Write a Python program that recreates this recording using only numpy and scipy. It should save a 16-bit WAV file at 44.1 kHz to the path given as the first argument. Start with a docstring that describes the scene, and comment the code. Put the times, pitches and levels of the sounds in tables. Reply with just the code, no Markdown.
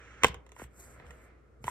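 """Opening a plastic disc case

A case is opened by hand on a sofa, close to the camera: two catches snap in quick succession, then small ticks.
Snaps and ticks are noise cracks plus ringing shell tones; a flexing knock is one tone gliding down.
The disc's buzz, creaks, sliding fingers and dragging are coloured noise; cushion thuds are low fading tones.
A small room answers with a short noise tail, over faint air noise and mains hum.
"""
import sys
import numpy as np
from scipy import signal
from scipy.fft import rfft, irfft, next_fast_len
from scipy.io import wavfile
from scipy.ndimage import uniform_filter1d, map_coordinates

SR = 44100
rng = np.random.default_rng(int(sys.argv[2]) if len(sys.argv) > 2 else 0)


def master(y):
    """Save y as 16-bit WAV."""
    cut = np.clip(np.atleast_2d(y).T, -1, 1)
    pcm = np.round(cut * 32767)  # scale
    wavfile.write(sys.argv[1], SR, pcm.astype(np.int16))


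N = 74970  # length in samples

# Levels of snaps, ticks and rubbing sounds are before the direct and room gains in scene().
# the catches letting go: start_s, ring_db, ring_centre_hz, crack_db
CATCH_SNAPS = [(.23416, -16, 2600, -12.5), (.24404, -8.8, 1000, -10.5)]
# small ticks and knocks of the case: start_s, ring_db, ring_centre_hz, crack_db
CASE_TICKS = [(.267, -48, 1480, -27.5), (.283, -39.5, 1210, -33), (.3435, -44.5, 1440, -40.5),
              (.465, -56, 1730, -54.5), (.492, -60.5, 2000, -54), (.5188, -53, 1550, -46.5),
              (.564, -51, 875, -52), (.596, -43, 1480, -55), (.6172, -57, 1482, -47),
              (.6395, -50, 1268, -48.5), (.9985, -48, 1490, -62), (1.066, -58.5, 1700, -54.5),
              (1.107, -47, 3120, -44.5), (1.6415, -41, 720, -38.5), (1.669, -46, 2010, -41.5),
              (1.6792, -29.5, 1168, -60)]
# ringing tones of the closed shell: pitch_hz, relative_level_db, time_to_fall_60_db_s
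SHELL_MODES = [(468, 3, .025), (820, -8, .035), (990, -1, .024), (1060, 3, .024), (1330, -9, .025),
               (1570, -6, .028), (1730, -10, .025), (2070, 0, .019), (2230, -8, .016), (2800, -4, .008),
               (3150, -1, .008), (3580, -6, .01)]
# the shell slackens and rings lower once it is open: time_s, pitch_ratio
SHELL_SLACK = [(.26, 1), (.6, .925)]
BEND_S, RING_ATTACK_S = .00053, .00096  # arrival delay and rise time of a 1 kHz shell tone
# colour of the sharp crack: frequency_hz, relative_level_db
CRACK_COLOUR = [(300, 4.5), (1500, 2), (3000, 10.5), (4600, -12), (6200, 1), (8300, -0.5), (10000, -10),
                (12000, -9), (16000, -21.5)]

# the half-open case drops back and flexes: start_s, level_db
FLEX_KNOCK = (.6175, -35)
# first pitch; time for the pitch to halve; time to fall 60 dB
FLEX_START_HZ, FLEX_FALL_S, FLEX_T60_S = 3180, .00058, 0.067

# colour of the disc buzzing in its tray: frequency_hz, relative_level_db
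RATTLE_TINT = [(200, -16.5), (900, 4.5), (2200, -14), (4200, -4.5), (8000, -10), (16000, -22.5)]
RATTLE_DB, RATTLE_T60_S = -35, 0.13
# the cover straining and creaking under the fingers: time_s, level_db
RUB_LEVEL = [(0, -55), (.205, -58), (.228, -46), (.26, -47), (.38, -73.5), (.55, -89), (.595, -51.5),
             (.64, -63), (.67, -78.5), (1.62, -83.5), (1.655, -56), (1.7, -48.5)]
# colour of the creaking: frequency_hz, relative_level_db
RUB_TINT = [(120, -11.5), (470, -0.5), (620, -10), (1020, -8.5), (1410, 2), (2480, -7), (3300, -16),
            (4800, -30), (6150, -17.5), (8200, -30), (16000, -60)]
# fingertips sliding on smooth plastic: time_s, level_db
SLIDE_LEVEL = [(.43, -103), (.54, -79), (.59, -56), (.645, -58.5), (.69, -92), (.73, -75.5), (.81, -52),
               (.87, -59.5), (.95, -65.5), (1.03, -85.5), (1.09, -67), (1.19, -76), (1.255, -70),
               (1.33, -99), (1.6, -102), (1.62, -72), (1.67, -48.5), (1.7, -49.5)]
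# colour of the sliding: frequency_hz, relative_level_db
SLIDE_TINT = [(500, 3), (3600, -15), (5200, -13.5), (6500, 1), (8200, 1.5), (10000, -6), (11500, -3),
              (15000, -15.5), (16200, -24.5)]
# the case dragging over the upholstery: time_s, level_db
DRAG_LEVEL = [(.7, -70), (.79, -61.5), (1.02, -55.5), (1.28, -60), (1.42, -71), (1.6, -78)]
# colour of the dragging: frequency_hz, relative_level_db
DRAG_TINT = [(120, -7.5), (280, -4), (500, 5), (850, -4.5), (1300, 0), (2100, -4), (3000, -22), (6000, -33),
             (11000, -44.5), (16000, -60)]

# pushes into the cushion: start_s, level_db, hardness_db_per_octave
CUSHION_PUSHES = [(0.257, -44.5, 11.5), (.285, -32.5, -3), (.351, -38, -5.5), (0.635, -40.5, -0.5),
                  (0.991, -49, -4), (1.057, -35.5, -30), (1.605, -42.5, 0.5), (1.641, -34.5, 2)]
# tones of the cushion: pitch_hz, relative_level_db, time_to_fall_60_db_s
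CUSHION_MODES = [(66.8, 2.5, 0.21), (128, 0.5, 0.1), (205.7, -1, 0.034)]

# loudness of the left side over the right: frequency_hz, left_minus_right_db
LEFT_RIGHT_BALANCE = [(200, 2.5), (500, 1.5), (1100, -2.5), (2200, -8), (4500, 4.5), (12000, -1.5)]
# the right port hears the case late, mostly in the treble (extra lag above the knee)
PORT_LAG_S, PORT_KNEE_HZ, BASS_LAG_S = 0.0002357, 2070, .00007
# how alike sound from all around is at the two ports: frequency_hz, likeness_0_to_1
PORT_LIKENESS = [(60, 0.92), (450, 0.46), (1500, 0.077), (4000, 0.13)]
# how long the room tail lasts: frequency_hz, time_to_fall_60_db_s
ROOM_DECAY = [(100, 0.22), (500, 0.59), (1500, 0.3), (4000, 0.15), (9000, 0.037), (16000, 0.03)]
# colour of the room's answer: frequency_hz, gain_db
ROOM_TINT = [(100, -1), (450, -23), (1000, -25.5), (3000, -13.5), (8000, -8), (16000, -14.5)]
ROOM_GAP_S = 0.0011  # before the nearest surfaces answer

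# colour of the faint room air: frequency_hz, relative_level_db
AIR_COLOUR = [(20, -26.5), (40, -8), (62, 15), (95, 10.5), (170, -2.5), (450, 1.5), (950, -17),
              (1350, -5.5), (1650, -22.5), (2100, -21.5), (2800, -33), (8000, -35), (16000, -48.5)]
AIR_DB = -60.5
# mains hum: pitch_hz, level_db
MAINS_HUM = [(60, -52.5), (120, -71.5)]
LOW_CUT_HZ, TOP_HZ = 49, 16500  # 6 dB down at the low cut; silent from the top


def amp(db):
    """Turn decibels into gain."""
    return 10 ** (np.asarray(db) / 20)


def unit(x):
    """Scale to an rms (average strength) of 1."""
    return x / np.sqrt(np.mean(x ** 2) + 1e-20)


def along(points, hz):
    """Read a curve of (Hz, value) points on a log frequency axis."""
    point_hz, value = np.transpose(points)
    return np.interp(np.log(hz + 1), np.log(point_hz + 1), value)


def level(rows):
    """Turn (s, dB) points into a gain for every sample."""
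    return amp(np.interp(np.arange(N) / SR, *np.transpose(rows)))


def wobble(rate):
    """A smooth random curve with this many random points a second."""
    knots = rng.standard_normal(int(N * rate / SR) + 4)
    return map_coordinates(knots, [np.arange(N) * rate / SR])


def filtered(x, response):
    """Change the strength and timing of each frequency in x."""
    m = next_fast_len(N + SR // 2)
    spectrum = rfft(x, m) * response(np.fft.rfftfreq(m, 1 / SR))
    return irfft(spectrum, m)[..., :N]


def coloured(x, colour):
    """Give x a (Hz, dB) colour, at rms 1."""
    return unit(filtered(x, lambda hz: amp(along(colour, hz))))


def since(s):
    """Time after s, zero before it."""
    return np.maximum(np.arange(N) / SR - s, 0)


def strike(t, attack_s, t60):
    """A quick rise and an exponential decay."""
    return (1 - np.exp(-t / attack_s)) * amp(-60 * np.minimum(t / t60, 10))


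def blows(rows, scatter_db, focus_db, crack_attack_s, crack_t60):
    """Each blow cracks and rings the shell; its low bending waves arrive last."""
    ring, burst = np.zeros(N), np.zeros(N)
    grit = coloured(rng.standard_normal(N), CRACK_COLOUR)
    for s, ring_db, centre_hz, crack_db in rows:
        slack = np.interp(s, *np.transpose(SHELL_SLACK))
        for (hz, db, t60), luck in zip(SHELL_MODES, rng.standard_normal(len(SHELL_MODES))):
            khz = hz / 1000
            t = since(s + BEND_S / np.sqrt(khz))
            # focus_db less at one octave from the centre
            off_centre_db = focus_db * np.log2(hz / centre_hz) ** 2
            gain = amp(ring_db + db - off_centre_db + scatter_db * luck)
            tone = np.sin(2 * np.pi * slack * hz * t)
            ring += gain * strike(t, RING_ATTACK_S / khz, t60) * tone
        burst += amp(crack_db) * strike(since(s), crack_attack_s, crack_t60)
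    return ring + burst * grit


def catch_snaps():
    """Each catch lets go with a crack and a ring of the shell."""
    return blows(CATCH_SNAPS, scatter_db=.3, focus_db=.6, crack_attack_s=.0006, crack_t60=.018)


def case_ticks():
    """Small ticks and knocks, with a more varied ring and a shorter crack."""
    return blows(CASE_TICKS, scatter_db=5, focus_db=1.5, crack_attack_s=0.00011, crack_t60=0.014)


def flex(attack_s):
    """A knock that glides down: short bending waves cross the panel first, long ones follow."""
    s, db = FLEX_KNOCK
    t = since(s)
    cycles = FLEX_START_HZ * FLEX_FALL_S * np.log1p(t / FLEX_FALL_S)
    return amp(db) * strike(t, attack_s, FLEX_T60_S) * np.sin(2 * np.pi * cycles)


def friction(colour, grain_db, uneven_db):
    """Dense tiny contacts of uneven size, at rms 1."""
    size_db = grain_db * wobble(1500) + uneven_db * wobble(70)
    return coloured(rng.standard_normal(N) * amp(size_db), colour)


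def patchy(x, depth_db):
    """The colour of a sliding contact keeps shifting as it moves."""
    z = signal.stft(x, nperseg=256)[2]
    # random values smoothed over frequency, then over time
    field = uniform_filter1d(rng.standard_normal(z.shape), size=4, axis=0)
    field = uniform_filter1d(field, size=12, axis=1)
    return unit(signal.istft(z * amp(depth_db * unit(field)), nperseg=256)[1][:N])


def disc_rattle():
    """The disc buzzes in its tray after the last catch and dies away."""
    fade = strike(since(CATCH_SNAPS[-1][0]), 0.012, RATTLE_T60_S)
    return amp(RATTLE_DB) * fade * friction(RATTLE_TINT, grain_db=0.0, uneven_db=1)


def cover_rub():
    """The cover strains and creaks as tiny slips under the fingers."""
    return level(RUB_LEVEL) * friction(RUB_TINT, grain_db=1.5, uneven_db=1)


def finger_slide():
    """Fingertips slide on plastic: uneven tiny contacts with a shifting colour."""
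    contacts = friction(SLIDE_TINT, grain_db=2.5, uneven_db=1.5)
    return level(SLIDE_LEVEL) * patchy(contacts, depth_db=2.2)


def case_drag():
    """The case drags over the upholstery in many small slips."""
    return level(DRAG_LEVEL) * friction(DRAG_TINT, grain_db=2.5, uneven_db=0.7)


def thuds(attack_cycles):
    """The case bumps the cushion, which answers low and soft; harder pushes reach its upper tones."""
    total = np.zeros(N)
    for s, push_db, hard_db in CUSHION_PUSHES:
        t = since(s)
        for hz, db, t60 in CUSHION_MODES:
            octaves_up = np.log2(hz / CUSHION_MODES[0][0])
            gain = amp(push_db + db + hard_db * octaves_up)
            total += gain * strike(t, attack_cycles / hz, t60) * np.sin(2 * np.pi * hz * t)
    return total


def ports(x):
    """Direct sound reaches two microphone ports with different strength and timing."""
    half = np.array([[.5], [-.5]])  # left, right

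    def response(hz):
        lag_cycles = BASS_LAG_S * hz + PORT_LAG_S * np.maximum(hz - PORT_KNEE_HZ, 0)
        gain = amp(half * along(LEFT_RIGHT_BALANCE, hz))
        return gain * np.exp(1j * half * 2 * np.pi * lag_cycles)

    return filtered(x, response)


def diffuse(pair):
    """Two unrelated signals become sound from all around: most alike in the bass."""
    def mix(hz):
        turn = np.arccos(np.clip(along(PORT_LIKENESS, hz), -1, 1)) / 2
        return np.array([np.cos(turn), np.sin(turn)])

    mid, side = filtered(pair, mix)
    return np.array([mid + side, mid - side])


def room(x):
    """A short diffuse tail; each frequency dies at its own speed."""
    hz, t, z = signal.stft(rng.standard_normal((2, SR // 2)), SR, nperseg=256)
    fade = strike(np.maximum(t - ROOM_GAP_S, 0), 0.00053, along(ROOM_DECAY, hz)[:, None])
    tail = signal.istft(z * fade, SR, nperseg=256)[1]
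    wet = signal.fftconvolve(x[None], tail / np.linalg.norm(tail[0]), axes=1)[:, :N]
    return diffuse(filtered(wet, lambda hz: amp(along(ROOM_TINT, hz))))


def background():
    """Faint room air as steady noise, with mains hum as steady tones."""
    air = diffuse(coloured(rng.standard_normal((2, N)), AIR_COLOUR))
    hum = np.zeros(N)
    for hz, db in MAINS_HUM:
        hum += amp(db) * np.sin(2 * np.pi * (hz * since(0) + rng.random()))
    return amp(AIR_DB) * air + hum


def scene():
    """The case and the hands, heard directly and through the room."""
    snaps, ticks = catch_snaps(), case_ticks()
    rattle, rub = disc_rattle(), cover_rub()
    slide, drag = finger_slide(), case_drag()
    knock = flex(attack_s=0.00073)
    direct = ports(snaps + ticks + knock + rattle + rub + slide + amp(-4.0) * drag)
    # each source excites the room by its own amount
    to_room = amp(-3.5) * snaps + amp(2.5) * ticks + amp(8.0) * rattle
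    to_room += amp(8.0) * rub + amp(11.0) * drag + amp(-3.5) * slide
    return direct + room(to_room) + thuds(attack_cycles=0.83) + background()


def record(dry):
    """The camera sheds deep bass and keeps nothing above its band limit."""
    def response(hz):
        low_cut = (1j * hz / (LOW_CUT_HZ + 1j * hz)) ** 2
        return low_cut * (hz < TOP_HZ)

    return filtered(dry, response)


dry = scene()
out = record(dry)
master(out)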